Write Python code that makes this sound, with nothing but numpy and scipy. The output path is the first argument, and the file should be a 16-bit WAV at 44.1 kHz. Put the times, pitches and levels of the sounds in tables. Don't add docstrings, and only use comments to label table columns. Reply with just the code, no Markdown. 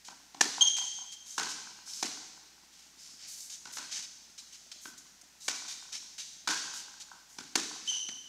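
import sys
import numpy as np
from scipy import signal
from scipy.fft import rfft, irfft
from scipy.io import wavfile

SR = 44100
rng = np.random.default_rng(int(sys.argv[2]) if len(sys.argv) > 2 else 0)


def materialize(psi):
    bounded = np.clip(np.atleast_2d(psi).T, -1, 1)
    quanta = np.round(bounded * 32767).astype(np.int16)
    wavfile.write(sys.argv[1], SR, quanta)


N = 365148
TOP_HZ = 15500


def undb(db):
    return 10 ** (np.asarray(db) / 20)


def clock(seconds):
    return np.arange(int(seconds * SR)) / SR


def level(x, db):
    return x * undb(db) / np.sqrt(np.mean(x ** 2))


def blow(x, db):
    return x * undb(db) / np.sqrt(np.sum(x ** 2) / (SR / 100))


def add(track, at, x):
    i = max(int(at * SR), 0)
    track[i:i + len(x)] += x[:len(track) - i]


def noise(points, count, tilt_db=0):
    hz, db = np.transpose(points)
    octave = np.log2(np.clip(np.fft.rfftfreq(count, 1 / SR), hz[0], None))
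    tilt = tilt_db * np.maximum(octave - np.log2(2000), 0)
    gain = undb(np.interp(octave, np.log2(hz), db) + tilt)
    return level(irfft(rfft(rng.standard_normal(count)) * gain, count), 0)


def wobble(t, rate_hz):
    return np.interp(t * rate_hz, np.arange(len(t)), rng.standard_normal(len(t)))


def ring(modes, t, contact_s):
    swell = np.sin(np.pi / 2 * np.clip(t / contact_s, 0, 1)) ** 2
    detune = 1 + 0.0086 * rng.standard_normal(len(modes))
    return swell * sum(undb(db - 60 * t / t60) * np.sin(2 * np.pi * hz * d * (t - contact_s))
                       for (hz, db, t60), d in zip(modes, detune))


def hall_share_db(distance_m, balance_m=11.94):
    return 20 * np.log10(distance_m / balance_m)


# f/Hz, relative level/dB
AIR_COLOUR = [(15, -61), (25, -7), (59, -19), (104, -14), (173, -2), (289, -6), (482, -11.5), (826, -7),
              (1200, -9.5), (1490, -5.5), (3440, -7), (6050, -2), (9810, -15), (14300, -18.5), (15500, -21)]
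def air(hiss_db=-61, hum_db=-81):
    hum = np.sin(2 * np.pi * 60 * np.arange(N) / SR)
    return undb(hiss_db) * noise(AIR_COLOUR, N) + level(hum, hum_db)


# f/Hz, relative level/dB
GRIT_COLOUR = [(150, -20.5), (500, -24), (1000, -18), (2200, -8), (3500, -3), (5000, 1), (6400, 3),
               (7500, -2.5), (9000, -10.5), (12000, -19.5), (15500, -33)]
# t/s, distance/m, length/s, level/dB, treble tilt/(dB per octave)
SHOE_SLIDES = [ (0.043, 4.3, 0.059, -51.5, 1), (0.764, 12.4, 0.029, -34.5, -1.5),
               (0.815, 23, 0.018, -43.5, -3), (1.117, 5.3, 0.028, -45, 2), (1.252, 8.3, 0.14, -48.5, 4.5),
               (1.484, 6.7, .054, -42.5, 1), (1.852, 5, 0.25, -44, 4), (2.713, 9.7, 0.16, -59, 0),
               (2.976, 15, 0.15, -54, 2), (3.184, 25, 0.095, -53, -4), (3.262, 6, 0.22, -47, 10),
               (3.494, 7, 0.071, -44, 1.5), (3.72, 5, 0.069, -46, 9), (3.91, 4.5, 0.096, -38, -2),
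               (4.023, 7.7, 0.031, -41.5, -1.5), (4.376, 11.4, 0.033, -46.5, 0.5),
               (4.522, 12, 0.04, -50.5, 0), (4.715, 13.6, .013, -43, -3.5), (4.81, 4, 0.096, -51.5, 14),
               (4.975, 9.2, 0.031, -51.5, 6), (5.212, 4, .01, -53, 7), (5.399, 28, 0.11, -52.5, 5),
               (5.676, 10.6, .058, -42.5, -0.5), (5.921, 9.3, 0.055, -39.5, -2),
               (6.177, 12.2, 0.051, -42, -1), (6.73, 5, .089, -44.5, 4), (6.998, 7.3, .034, -45, 0),
               (7.283, 5, .13, -59, 8), (7.849, 5, 0.15, -46, -2.5)]
def scuffs(near, far, catch_db=2.0, catch_hz=260, tread_hz=4600, tread_db=4, glance_share=0.2):
    t = clock(1 / 3)
    for at, distance_m, length, db, bright_db in SHOE_SLIDES:
        catches = undb(catch_db * wobble(t, catch_hz))
        press = np.clip(t / length / 0.12, 0, 1)
        release = np.clip(.5 + (1 - t / length) / 0.62, 0, 1)
        grit = noise(GRIT_COLOUR, len(t), tilt_db=bright_db)
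        ring_hz = tread_hz * 2 ** rng.uniform(-0.64, 0.63)
        tread = signal.lfilter(*signal.iirpeak(ring_hz, Q=9, fs=SR), grit)
        scuff = level(grit + (undb(tread_db) - 1) * tread, db) * press * release * catches
        glance = glance_share * np.interp(t - 0.001308, t, scuff, left=0)
        add(near, at, (scuff + glance) / np.hypot(1, glance_share))
        add(far, at, undb(hall_share_db(distance_m)) * scuff)


# f/Hz, relative level/dB, t60/s
HALL_BANDS = [(120, 2.5, 1.9), (280, -2, 1.25), (514, -8.5, 1.3), (770, -8, 1.24), (853, -9, 2.7),
              (886, -11, 1.5), (1660, -5, 0.89), (2120, -4.5, 1.07), (2990, -3.5, 1.27), (4800, -1, 1.34),
              (6100, 0.5, 1.23), (8900, -1, 1.07), (15000, -3.5, 0.6)]
def hall(x, build_s=0.0076):
    t = clock(2)
    hz, db, t60 = np.transpose(HALL_BANDS)
    log_f = np.log(np.fft.rfftfreq(len(t), 1 / SR) + 1)
    white = rfft(rng.standard_normal(len(t)))
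    tail = 0
    for share, band_db, decay in zip(np.eye(len(hz)), db, t60):
        fade = undb(-60 * t / decay) * np.clip(t / build_s, 0, 1) ** 2
        band = irfft(white * np.interp(log_f, np.log(hz), share), len(t))
        tail = tail + band * fade * undb(band_db) / np.sqrt(np.sum(fade ** 2))
    return signal.fftconvolve(x, tail)[:N]


# f/Hz, relative level/dB, t60/s
BALL_TONES = [(800.5, -2.5, 0.02), (976, 8, 0.013), (1133, -2, 0.018), (1365, 4, 0.016), (1547, 1, 0.031)]
def ball(t, db, tilt_db):
    tones = [(hz, tone_db + tilt_db * np.log2(hz / 1000), t60) for hz, tone_db, t60 in BALL_TONES]
    return blow(ring(tones, t, contact_s=.005), db)


# f/Hz, relative level/dB, t60/s
THUMP_TONES = [(173, -7.5, 0.03), (258.3, 4.5, 0.031), (369, -2.5, 0.036), (654, -5, 0.019)]
# f/Hz, relative level/dB
CRACK_COLOUR = [(200, -22), (600, -10.5), (1200, -4.5), (2400, -4), (3300, -4), (4200, -2), (6300, 0),
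                (7500, -7), (9000, -15), (12000, -26.5), (15500, -38)]
# t/s, distance/m, slap/dB, pock/dB, thump/dB, hardness/(dB per octave)
COURT_KNOCKS = [ (0.083, 16, -49, -48, -61.5, -9.5), (.345, 13.5, -50.5, -48.5, -58, -27),
                (3.654, 20.6, -46.5, -49, -61.5, 0), (3.769, 23.8, -40, -48, -63.5, 3),
                (4.854, 11.5, -46.5, -46, -55.5, 6), (7.113, 17, -66, -48, -72, -3),
                (7.385, 11.5, -40.5, -46, -51.5, -2), (8.088, 5.9, -40.5, -59, -53, -16)]
def knocks(near, far, attack_s=0.0015, slap_t60=0.032):
    t = clock(1 / 10)
    envelope = np.clip(t / attack_s, 0, 1) * undb(-60 * t / slap_t60)
    for at, distance_m, slap_db, pock_db, thump_db, hardness_db in COURT_KNOCKS:
        thump = blow(ring(THUMP_TONES, t, contact_s=0.0039), thump_db)
        slap = noise(CRACK_COLOUR, len(t), tilt_db=-1.5) * envelope
        pock = ball(t, pock_db, hardness_db)
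        radiate(near, far, at, distance_m, thump, pock, slap, slap_db)


def reflections(points, first_s=.014, full_s=0.023, t60=0.33, patchy_db=4.5, tilt_db=0):
    t = clock(1 / 4)
    clumps = np.interp(t, np.linspace(0, t[-1], num=64), rng.standard_normal(size=64))
    fade_db = -60 * np.maximum(t - full_s, 0) / t60
    return noise(points, len(t), tilt_db) * (t > first_s) * undb(patchy_db * clumps + fade_db)


def scatter(x):
    paths = reflections([(100, 0), (15000, 0)])
    return signal.fftconvolve(x, paths / np.sqrt(np.sum(paths ** 2)))


def radiate(near, far, at, distance_m, thump, pock, crack, crack_db, hiss_t60=0.49):
    t = clock(1 / 4)
    hall_db = hall_share_db(distance_m)
    early_db = hall_db - 2.5
    add(near, at, thump + pock + blow(crack, crack_db))
    add(near, at, undb(early_db) * scatter(undb(4) * thump + undb(-3) * pock))
    add(near, at, blow(reflections(CRACK_COLOUR, tilt_db=1.0), crack_db + early_db))
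    hiss = noise(CRACK_COLOUR, len(t)) * undb(-60 * t / hiss_t60)
    add(far, at, blow(hiss, crack_db + hall_db))
    add(far, at, undb(hall_db) * (undb(1) * thump + pock))


def footsteps(near, far, count=60, step_db=-72, spread_db=2, tap_hz=1050, brush_db=-63, brush_t60=.15):
    t = clock(1 / 10)
    times = rng.uniform(0, N / SR, count)
    for at, (size, pitch) in zip(times, rng.standard_normal((count, 2))):
        tap = ring([(tap_hz * 2 ** (pitch / 3), 0, .02)], t, contact_s=0.0035)
        brush = noise(GRIT_COLOUR, len(t)) * np.clip(t / .008, 0, 1) * undb(-60 * t / brush_t60)
        heel = ring(THUMP_TONES, t, contact_s=0.005)
        step = blow(heel, step_db) + blow(tap, step_db) + blow(brush, brush_db)
        step *= undb(spread_db * size)
        add(near, at, step)
        add(far, at, undb(-3) * step)


# t/s, distance/m, crack/dB, pock/dB, thump/dB, string f/Hz
RACQUET_HITS = [ (0.4083, 5.65, -18, -27.5, -36, 1780), (1.3788, 19.9, -31, -32, -49, 1475),
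                (2.0255, 10, -28.5, -40, -42.5, 773), (5.48, 11, -28, -38.5, -50, 2320),
                (6.4733, 25, -29.5, -30, -50, 1482), (7.554, 8.1, -23, -36, -36.5, 1740)]
def strokes(near, far, attack_s=0.0017, dwell_s=0.0072, crack_t60=0.016, string_t60=0.033, bed_hz=575):
    t = clock(1 / 10)
    contact = np.clip(t / attack_s, 0, 1) * undb(-60 * np.maximum(t - dwell_s, 0) / crack_t60)
    raised_tones = [(hz * 1.188, db, t60) for hz, db, t60 in THUMP_TONES]
    for at, distance_m, crack_db, pock_db, thump_db, string_hz in RACQUET_HITS:
        pock = ball(t, pock_db, tilt_db=-6 + 1.5 * hall_share_db(distance_m))
        thump = blow(ring(raised_tones, t, contact_s=0.0049), thump_db)
        string = blow(ring([(string_hz, 0, string_t60)], t, contact_s=.004), pock_db - 1.5)
        crack = noise(CRACK_COLOUR, len(t), tilt_db=1.5) * contact
        crack = crack + .4 * np.interp(t - 1 / bed_hz, t, crack, left=0)
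        radiate(near, far, at, distance_m, thump, pock + string, crack, crack_db)
        flutter_echo(near, at, distance_m, pock)


def flutter_echo(near, at, distance_m, pock, round_trip_s=.203, far_wall_db=-12, both_walls_db=-18):
    echoes = np.zeros(SR)
    far_wall_s = round_trip_s - 2 * distance_m / 343
    for delay, db in ((far_wall_s, far_wall_db), (round_trip_s, both_walls_db)):
        for trip in range(3):
            add(echoes, delay + trip * round_trip_s, pock * undb(db - 6.5 * trip))
    add(near, at, echoes)
    add(near, at, undb(-2) * scatter(echoes))


# f/Hz, relative level/dB
SOLE_COLOUR = [(3100, -1.5), (6400, -1.5), (8700, -26), (13000, -47)]
# f/Hz, relative level/dB
RASP_COLOUR = [(1000, -20), (2900, -21), (3350, 2), (4100, 1.5), (5000, -8), (6500, 2), (8000, -8.5),
               (9600, -10), (15500, -47)]
# t/s, distance/m, length/s, start f/Hz, end f/Hz, level/dB, wander/(share of pitch)
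SHOE_SQUEAKS = [ (0.609, 7.5, 0.025, 3161, 3243, -18, 0.016), (.668, 16.3, 0.022, 3207, 3091, -26.5, .017),
                (.669, 4.5, 0.021, 5640, 5780, -33.5, .022), (7.876, 13, 0.039, 2997, 3102, -31.5, .028),
                (7.933, 16.5, 0.0542, 2962, 3028, -40, 0.034)]
def squeaks(near, far, hiss_db=-16, early_db=-6, grip_change_hz=800, shimmer=.12):
    t = clock(1 / 10)
    for at, distance_m, length, start_hz, end_hz, db, wander in SHOE_SQUEAKS:
        jitter = 1 + wander * wobble(t, grip_change_hz)
        shake = 1 + shimmer * wobble(t, grip_change_hz)
        hz = np.interp(t, [0, length], [start_hz, end_hz]) * jitter
        phase = 2 * np.pi * np.cumsum(hz) / SR
        harmonics = np.arange(1, int(TOP_HZ / start_hz) + 1)
        gains = undb(np.interp(harmonics * start_hz, *np.transpose(SOLE_COLOUR)))
        first, *overtones = (gain * np.sin(k * phase) for k, gain in zip(harmonics, gains))
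        weight = np.clip(t / (length / 2), .35, 1)
        tone = np.sqrt(2) * (first + weight * sum(overtones)) * shake
        grip = np.clip(t / 0.0014, 0, 1) * np.clip((length - t) / 0.0066, 0, 1)
        squeak = (tone + undb(hiss_db) * noise(RASP_COLOUR, len(t))) * grip * undb(db)
        add(near, at, squeak)
        add(near, at, undb(early_db) * scatter(squeak))
        add(far, at, undb(hall_share_db(distance_m)) * squeak)


def scene(low_cut_hz=115):
    near, far = np.zeros(N), np.zeros(N)
    for source in (strokes, knocks, footsteps, scuffs, squeaks):
        source(near, far)
    low_cut = signal.butter(2, low_cut_hz, "high", fs=SR, output="sos")
    mono = signal.sosfilt(low_cut, near + hall(far)) + air()
    return np.array([mono, mono])


def record(dry):
    return signal.sosfilt(signal.ellip(8, .2, 70, TOP_HZ, fs=SR, output="sos"), dry)


dry = scene()
out = record(dry)
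materialize(out)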